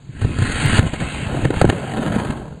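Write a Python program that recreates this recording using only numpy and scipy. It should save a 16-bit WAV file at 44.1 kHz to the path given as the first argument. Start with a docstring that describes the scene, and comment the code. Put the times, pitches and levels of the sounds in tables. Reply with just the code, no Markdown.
"""Cat shoves a cardboard box into a camera

Paws thud; the box skids louder and louder over a wooden floor, hits a small camera, slides on, knocks and rubs.
Thumps are decaying tone pairs; knocks are random clicks around a blunt push, ringing in cardboard.
Skid, slide, rub and panel rumble are clumped random clicks, each with its own colour and level curve.
A quiet room noise lies beneath; the microphone overloads softly and narrow dips colour the whole.
"""
import sys
import numpy as np
from scipy import signal
from scipy.fft import rfft, irfft
from scipy.io import wavfile
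from scipy.ndimage import uniform_filter1d

SR = 44100
rng = np.random.default_rng(int(sys.argv[2]) if len(sys.argv) > 2 else 0)


def dump_mix(stems):
    """Bounce the given channels to the path in sys.argv[1] as a 16-bit WAV at rate SR."""
    frames = np.atleast_2d(stems).T  # one column per channel
    limited = np.clip(frames, -1, 1)  # hard clip at full scale
    pcm = np.round(limited * 32767).astype(np.int16)
    wavfile.write(sys.argv[1], SR, pcm)


N = 114660

# Soft, heavy blows of paws and body on box and floor.
# Each row: start in seconds, level in dB, pitch in Hz, half the Gaussian fall time in seconds.
THUMPS = [(0.091, -22, 131, 0.0084), (0.218, -11.5, 103, 0.011), (0.247, -1.5, 109, 0.0036),
          (0.386, -9.5, 101, 0.011), (0.419, -6.5, 112, 0.0096), (0.647, -10.5, 134.6, 0.016),
          (0.694, -8, 112, 0.0039), (0.726, -8, 98.6, 0.014), (0.789, 0.5, 99, 0.0061),
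          (.824, -20, 230, 0.0078), (.932, -9, 132, 0.0025), (1.017, -16, 106, 0.0049),
          (1.435, -5.5, 122, 0.0019), (1.453, -3.5, 135, 0.0051), (1.570, -6.5, 99, 0.0029),
          (1.618, -1, 118, 0.0037), (1.647, -0.5, 157, 0.0041), (1.662, -5, 84, 0.0028),
          (1.676, -8, 138, .003), (1.69, -6, 101, 0.0061), (1.991, -11, 243, 0.0054),
          (2.106, -9, 176, 0.0033), (2.161, -4.5, 219, 0.0046), (2.299, -3.5, 152, 0.0023)]
# Knocks and scuffs of cardboard edges and claws.
# Each row: peak in seconds, level in dB, rise in seconds, decay in seconds, brightness in dB per octave.
KNOCKS = [(0.217, -29, 0.0048, 0.011, 3), (0.25, -24.5, 0.006, 0.005, -0.5),
          (0.388, -21.5, 0.0012, 0.0045, 2), (0.427, -21.5, 0.0048, 0.0044, 2.5),
          (0.523, -22.5, 0.0075, 0.0059, 4.5), (0.733, -15.5, .003, 0.0017, 1.5),
          (0.796, -12, 0.012, 0.0011, 1), (0.829, -24, 0.00077, 0.0026, 3),
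          (0.938, -22.5, 0.0048, 0.013, 1.5), (1.002, -20.5, 0.0007, 0.0073, 1.5),
          (1.35, -18.5, 0.0047, 0.0026, -4.5), (1.454, -8.5, 0.0039, 0.0021, -1.5),
          (1.505, -13, 0.00062, 0.0051, -1.5), (1.54, -21.5, 0.00094, 0.007, 0.5),
          (1.615, -1.5, 0.00067, 0.0028, 0), (1.622, -12.5, 0.00086, 0.0031, -1.5),
          (1.644, -7, 0.00091, 0.0036, -7), (1.653, -13.5, 0.0032, 0.0023, -1),
          (1.692, -10.5, 0.0021, 0.0027, -2.5), (1.700, -9, 0.0024, 0.0032, 1),
          (1.73, -20, 0.0067, 0.0075, -2.5), (1.937, -24, 0.00068, .005, 0.5),
          (1.979, -18.5, .0007, 0.0033, -5), (2.16, -19, 0.0031, 0.0021, 0.5),
          (2.200, -21.5, 0.0039, 0.0086, 0), (2.272, -31, 0.0016, 0.00075, -1),
          (2.307, -21, 0.003, 0.0053, 0.5)]
# Box pushed hard over the floor. Each row: time in seconds, level in dB.
SKID_LEVEL = [(.05, -64.5), (.17, -44.5), (.23, -37.5), (.36, -35), (.44, -26.5), (.54, -26), (.61, -21),
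              (.72, -20.5), (.785, -18), (.81, -42), (1.52, -67), (1.565, -30.5), (1.605, -29.5),
              (1.64, -64)]
# Box gliding on after the hit. Each row: time in seconds, level in dB.
SLIDE_LEVEL = [(.82, -57), (.87, -28), (.91, -37.5), (.98, -35.5), (1.02, -31), (1.17, -29), (1.25, -32),
               (1.30, -37.5), (1.44, -33), (1.53, -44), (1.76, -38), (1.93, -37.5)]
# Pressure of the box wall on the camera. Each row: time in seconds, level in dB.
RUB_PRESSURE = [(.78, -46), (.81, -21), (.87, -26.5), (.91, -36), (.98, -67), (1.015, -21.5), (1.08, -43),
                (1.23, -27.5), (1.33, -22.5), (1.44, -25), (1.49, -31.5), (1.56, -24.5), (1.73, -24),
                (1.92, -25.5), (1.99, -20.5), (2.21, -21.5), (2.28, -23.5), (2.49, -33), (2.6, -40.5)]
# Drumming of the box panels as the load shifts. Each row: time in seconds, level in dB.
RUMBLE_LEVEL = [(0, -52), (.18, -35), (.28, -19), (.35, -24.5), (.50, -22), (.58, -24.5), (.65, -17.5),
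                (.79, -20), (.87, -19.5), (.92, -39), (1.03, -21.5), (1.10, -32.5), (1.24, -27.5),
                (1.44, -23.5), (1.78, -38), (2.1, -30.5), (2.33, -33), (2.56, -39)]

# Spectrum of the hard skid. Each row: frequency in Hz, relative density in dB.
SKID_COLOUR = [(150, -1.5), (500, -11), (1300, -4), (1600, 0.5), (2200, -3.5), (3000, -7), (4500, -14.5),
               (6600, -18), (9200, -16.5), (13000, -61.5)]
# Spectrum of the glide. Each row: frequency in Hz, relative density in dB.
SLIDE_COLOUR = [(200, -5.5), (600, 3.5), (1600, 2.5), (2400, 4), (3100, 1), (4400, -9.5), (6600, -12.5),
                (8400, -7), (13000, -45.5)]
# Spectrum of the rubbing wall. Each row: frequency in Hz, relative density in dB.
RUB_COLOUR = [(30, -46.5), (90, -3.5), (150, 7), (240, -1.5), (340, -6.5), (700, -8.5), (1100, -14.5),
              (1600, -13.5), (2200, -24.5), (3300, -24.5), (4600, -32), (9500, -34), (13000, -55)]
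# Spectrum of the drumming panels. Each row: frequency in Hz, relative density in dB.
RUMBLE_COLOUR = [(25, -11), (65, -1.5), (110, -4), (270, -11.5), (400, -19), (1000, -40)]
# Spectrum of a knock before its own tilt. Each row: frequency in Hz, relative density in dB.
KNOCK_COLOUR = [(50, -12.5), (220, 2), (400, 6.5), (720, 0.5), (1150, -6), (1750, -2.5), (2200, -11.5),
                (3000, -12), (4500, -20), (9300, -23), (13000, -54.5)]
# Spectrum of the room noise. Each row: frequency in Hz, relative density in dB.
ROOM_COLOUR = [(25, -20), (140, 8), (280, -14.5), (2400, -26), (7300, -28), (13000, -61.5)]
# Narrow dips in the sound, as from a close reflection.
# Each row: centre in Hz, width in Hz, depth in dB.
DIPS = [(1180, 45, 11), (1970, 35, 9), (2350, 35, 7), (3520, 70, 7)]

THUMP_RISE_S, THUMP_OVERTONE_RATIO, THUMP_OVERTONE_DB = 0.0023, 2.224, -15
PANEL_RING_DB, PANEL_RING_S = -31, 0.0094
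PUSH_DB, PUSH_S = -0.5, 0.00029  # push against crunch, and its length
GRIT_HZ, GRIT_GROWTH = 1100, 0.49  # above GRIT_HZ, extra exponent on pressure
FLEX_DB, FLEX_HZ, FLEX_S = 2, 129, 0.069  # resonance shifts: depth, width, lifetime
SKID_ECHO_DB, NEAR_ECHO_DB, ECHO_T60_S = -12.5, -22, 0.14
ROOM_DB = -43
STOP_LOW_HZ, STOP_HIGH_HZ, STOP_DB = 4740, 6330, -31
TREBLE_HZ, EDGE_HZ = 12900, 16000
TICK_S, TICK_DB = 0.661, -11

T = np.arange(N) / SR
HZ = np.fft.rfftfreq(8192, 1 / SR)


def skid():
    """Box pushed hard: stick-slip on the floor, with resonances that shift as it bends."""
    friction = slips(per_s=3200, spread_db=1.3, judder_db=1.1, judder_hz=58.3)
    return flex(ring(friction, read(SKID_COLOUR))) * level(SKID_LEVEL)


def slide():
    """Box gliding after the hit: denser slips in a brighter colour."""
    friction = slips(per_s=6000, spread_db=2.0, judder_db=1.64, judder_hz=60)
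    return flex(ring(friction, read(SLIDE_COLOUR))) * level(SLIDE_LEVEL)


def rubbing():
    """Box wall grates on the camera by stick-slip, duller when it presses lightly."""
    pressure = level(RUB_PRESSURE)
    friction = slips(per_s=3000, spread_db=2.0, judder_db=1.95, judder_hz=55.4) * pressure
    rub = flex(ring(friction, read(RUB_COLOUR)))
    body = signal.sosfiltfilt(signal.butter(2, GRIT_HZ, fs=SR, output="sos"), rub)
    grit = (rub - body) * (pressure / pressure.max()) ** GRIT_GROWTH
    return body + grit


def panel_rumble():
    """Box panels drum as the load shifts: sparse slips through a low colour."""
    shifts = slips(per_s=520, spread_db=1.0, judder_db=2.0, judder_hz=35.4)
    return ring(shifts * level(RUMBLE_LEVEL), read(RUMBLE_COLOUR))


def thump(start_s, db, hz, decay_s):
    """A panel swings a few times under a soft blow, with one overtone and a faint after-ring."""
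    t = np.maximum(T - start_s, 0)
    rise = np.minimum(t / THUMP_RISE_S, 1)
    after_ring = amp(PANEL_RING_DB) * np.exp(-t / PANEL_RING_S)
    swing = np.exp(-(t / (2 * decay_s)) ** 2) + after_ring
    phase = 2 * np.pi * hz * t
    overtone = amp(THUMP_OVERTONE_DB) * np.sin(THUMP_OVERTONE_RATIO * phase)
    return amp(db) * rise * swing * (np.sin(phase) + overtone)


def knock(peak_s, db, rise_s, decay_s, bright_db):
    """An edge catches: random clicks rise to a blunt push at the peak, then fade, ringing in cardboard."""
    shape = np.exp(-np.maximum((peak_s - T) / rise_s, (T - peak_s) / decay_s))
    crunch = rng.choice([-1., 1.], N) * shape
    push = np.exp(-abs(T - peak_s) / PUSH_S)
    push *= amp(PUSH_DB) * np.linalg.norm(shape) / push.sum()
    octaves = np.log2(np.clip(HZ, 300, 5000) / 1000)
    return amp(db) * ring(crunch + push, read(KNOCK_COLOUR) + bright_db * octaves)


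def room_noise():
    """Steady quiet room: coloured Gaussian noise."""
    return amp(ROOM_DB) * ring(rng.standard_normal(N), read(ROOM_COLOUR))


def room_echo(x, echo_db):
    """Adds a short decaying noise tail from walls and floor, keeping total power about the same."""
    t = T[:SR // 2]
    tail = rng.standard_normal(len(t)) * np.exp(-np.log(1000) * t / ECHO_T60_S)
    wet = signal.fftconvolve(x, tail / np.linalg.norm(tail))[:N]
    return (x + amp(echo_db) * wet) / np.hypot(1, amp(echo_db))


def slips(per_s, spread_db, judder_db, judder_hz):
    """Stick and slip: tiny clicks of uneven size and random sign, in clumps, at rms 1."""
    size = amp(spread_db * np.minimum(rng.exponential(1, N), 4))
    happens = rng.random(N) < per_s / SR
    clicks = size * rng.choice([-1, 1], N) * happens
    return evened(clicks * amp(judder_db * wander(judder_hz)))


def wander(rate_hz):
    """Quick, uneven flutter of rms 1, up to about this rate."""
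    u = np.fft.rfftfreq(N, 1 / SR) / rate_hz
    return evened(irfft(rfft(rng.standard_normal(N)) * np.sqrt(u) / (1 + u ** 4), N))


def flex(x):
    """Resonances come and go at random as the cardboard bends: smooth gain patches in time and pitch."""
    hz, t, z = signal.stft(x, SR, nperseg=1024, noverlap=768)
    across = np.fft.fftfreq(len(hz), hz[1]) * FLEX_HZ
    along = np.fft.fftfreq(len(t), t[1]) * FLEX_S
    smooth = np.exp(-np.pi * (across[:, None] ** 2 + along ** 2))
    patches = evened(np.fft.ifft2(np.fft.fft2(rng.standard_normal(z.shape)) * smooth).real)
    gain = evened(amp(FLEX_DB * patches))
    return signal.istft(z * gain, nperseg=1024, noverlap=768)[1][:N]


def ring(x, db):
    """Passes x through a causal minimum-phase filter of unit energy with this dB response."""
    log_gain = np.log(amp(np.maximum(db, -100)))
    full = np.concatenate([log_gain, log_gain[-2:0:-1]])
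    taps = np.fft.ifft(np.exp(signal.hilbert(full).conj())).real[:len(HZ)]
    return signal.fftconvolve(x, taps / np.linalg.norm(taps))[:N]


def read(colour):
    """Colour table in dB at every HZ, falling 20 dB per octave beyond its last row."""
    hz, db = np.transpose(colour)
    octaves_above = np.maximum(np.log2((HZ + 1) / hz[-1]), 0)
    return np.interp(np.log(HZ + 1), np.log(hz), db) - 20 * octaves_above


def level(curve):
    """Gain over time from (s, dB) points; -100 dB outside them."""
    s, db = np.transpose(curve)
    return amp(np.interp(T, s, db, left=-100, right=-100))


def low_pass(x, hz):
    """Steep linear-phase cut above hz."""
    return signal.oaconvolve(x, signal.firwin(511, hz, window=("kaiser", 9), fs=SR), "same")


def evened(x):
    """Scales to rms 1."""
    return x / np.sqrt(np.mean(x ** 2) + 1e-20)


def amp(db):
    """Decibels to gain."""
    return 10 ** (np.asarray(db) / 20)


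def scene():
    """Near-dry rubbing, rumble, thumps and knocks; more echoing skid and slide; quiet room."""
    thumps = sum(thump(*row) for row in THUMPS)
    knocks = sum(knock(*row) for row in KNOCKS)
    near = rubbing() + panel_rumble() + thumps + knocks
    floor = skid() + slide()
    return (room_echo(floor, SKID_ECHO_DB) + room_echo(near, NEAR_ECHO_DB) + room_noise())[None]


def record(dry):
    """Microphone overloads softly; then narrow dips, a missing treble band, one thin tick, the band limit."""
    driven = dry[0] / (1 + dry[0] ** 6) ** (1 / 6)
    hz = np.fft.rfftfreq(N, 1 / SR)
    dips_db = -sum(depth * np.exp(-((hz - centre) / width) ** 2) for centre, width, depth in DIPS)
    in_band = (hz > STOP_LOW_HZ) & (hz < STOP_HIGH_HZ)
    stopped = uniform_filter1d(1. * in_band, size=160)  # soft band edges
    filtered = irfft(rfft(driven) * amp(dips_db + STOP_DB * stopped), N)
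    tick = amp(TICK_DB) * np.sinc((T - TICK_S) * SR)
    return low_pass(low_pass(filtered, TREBLE_HZ) + tick, EDGE_HZ)[None]


dry = scene()
out = record(dry)
dump_mix(out)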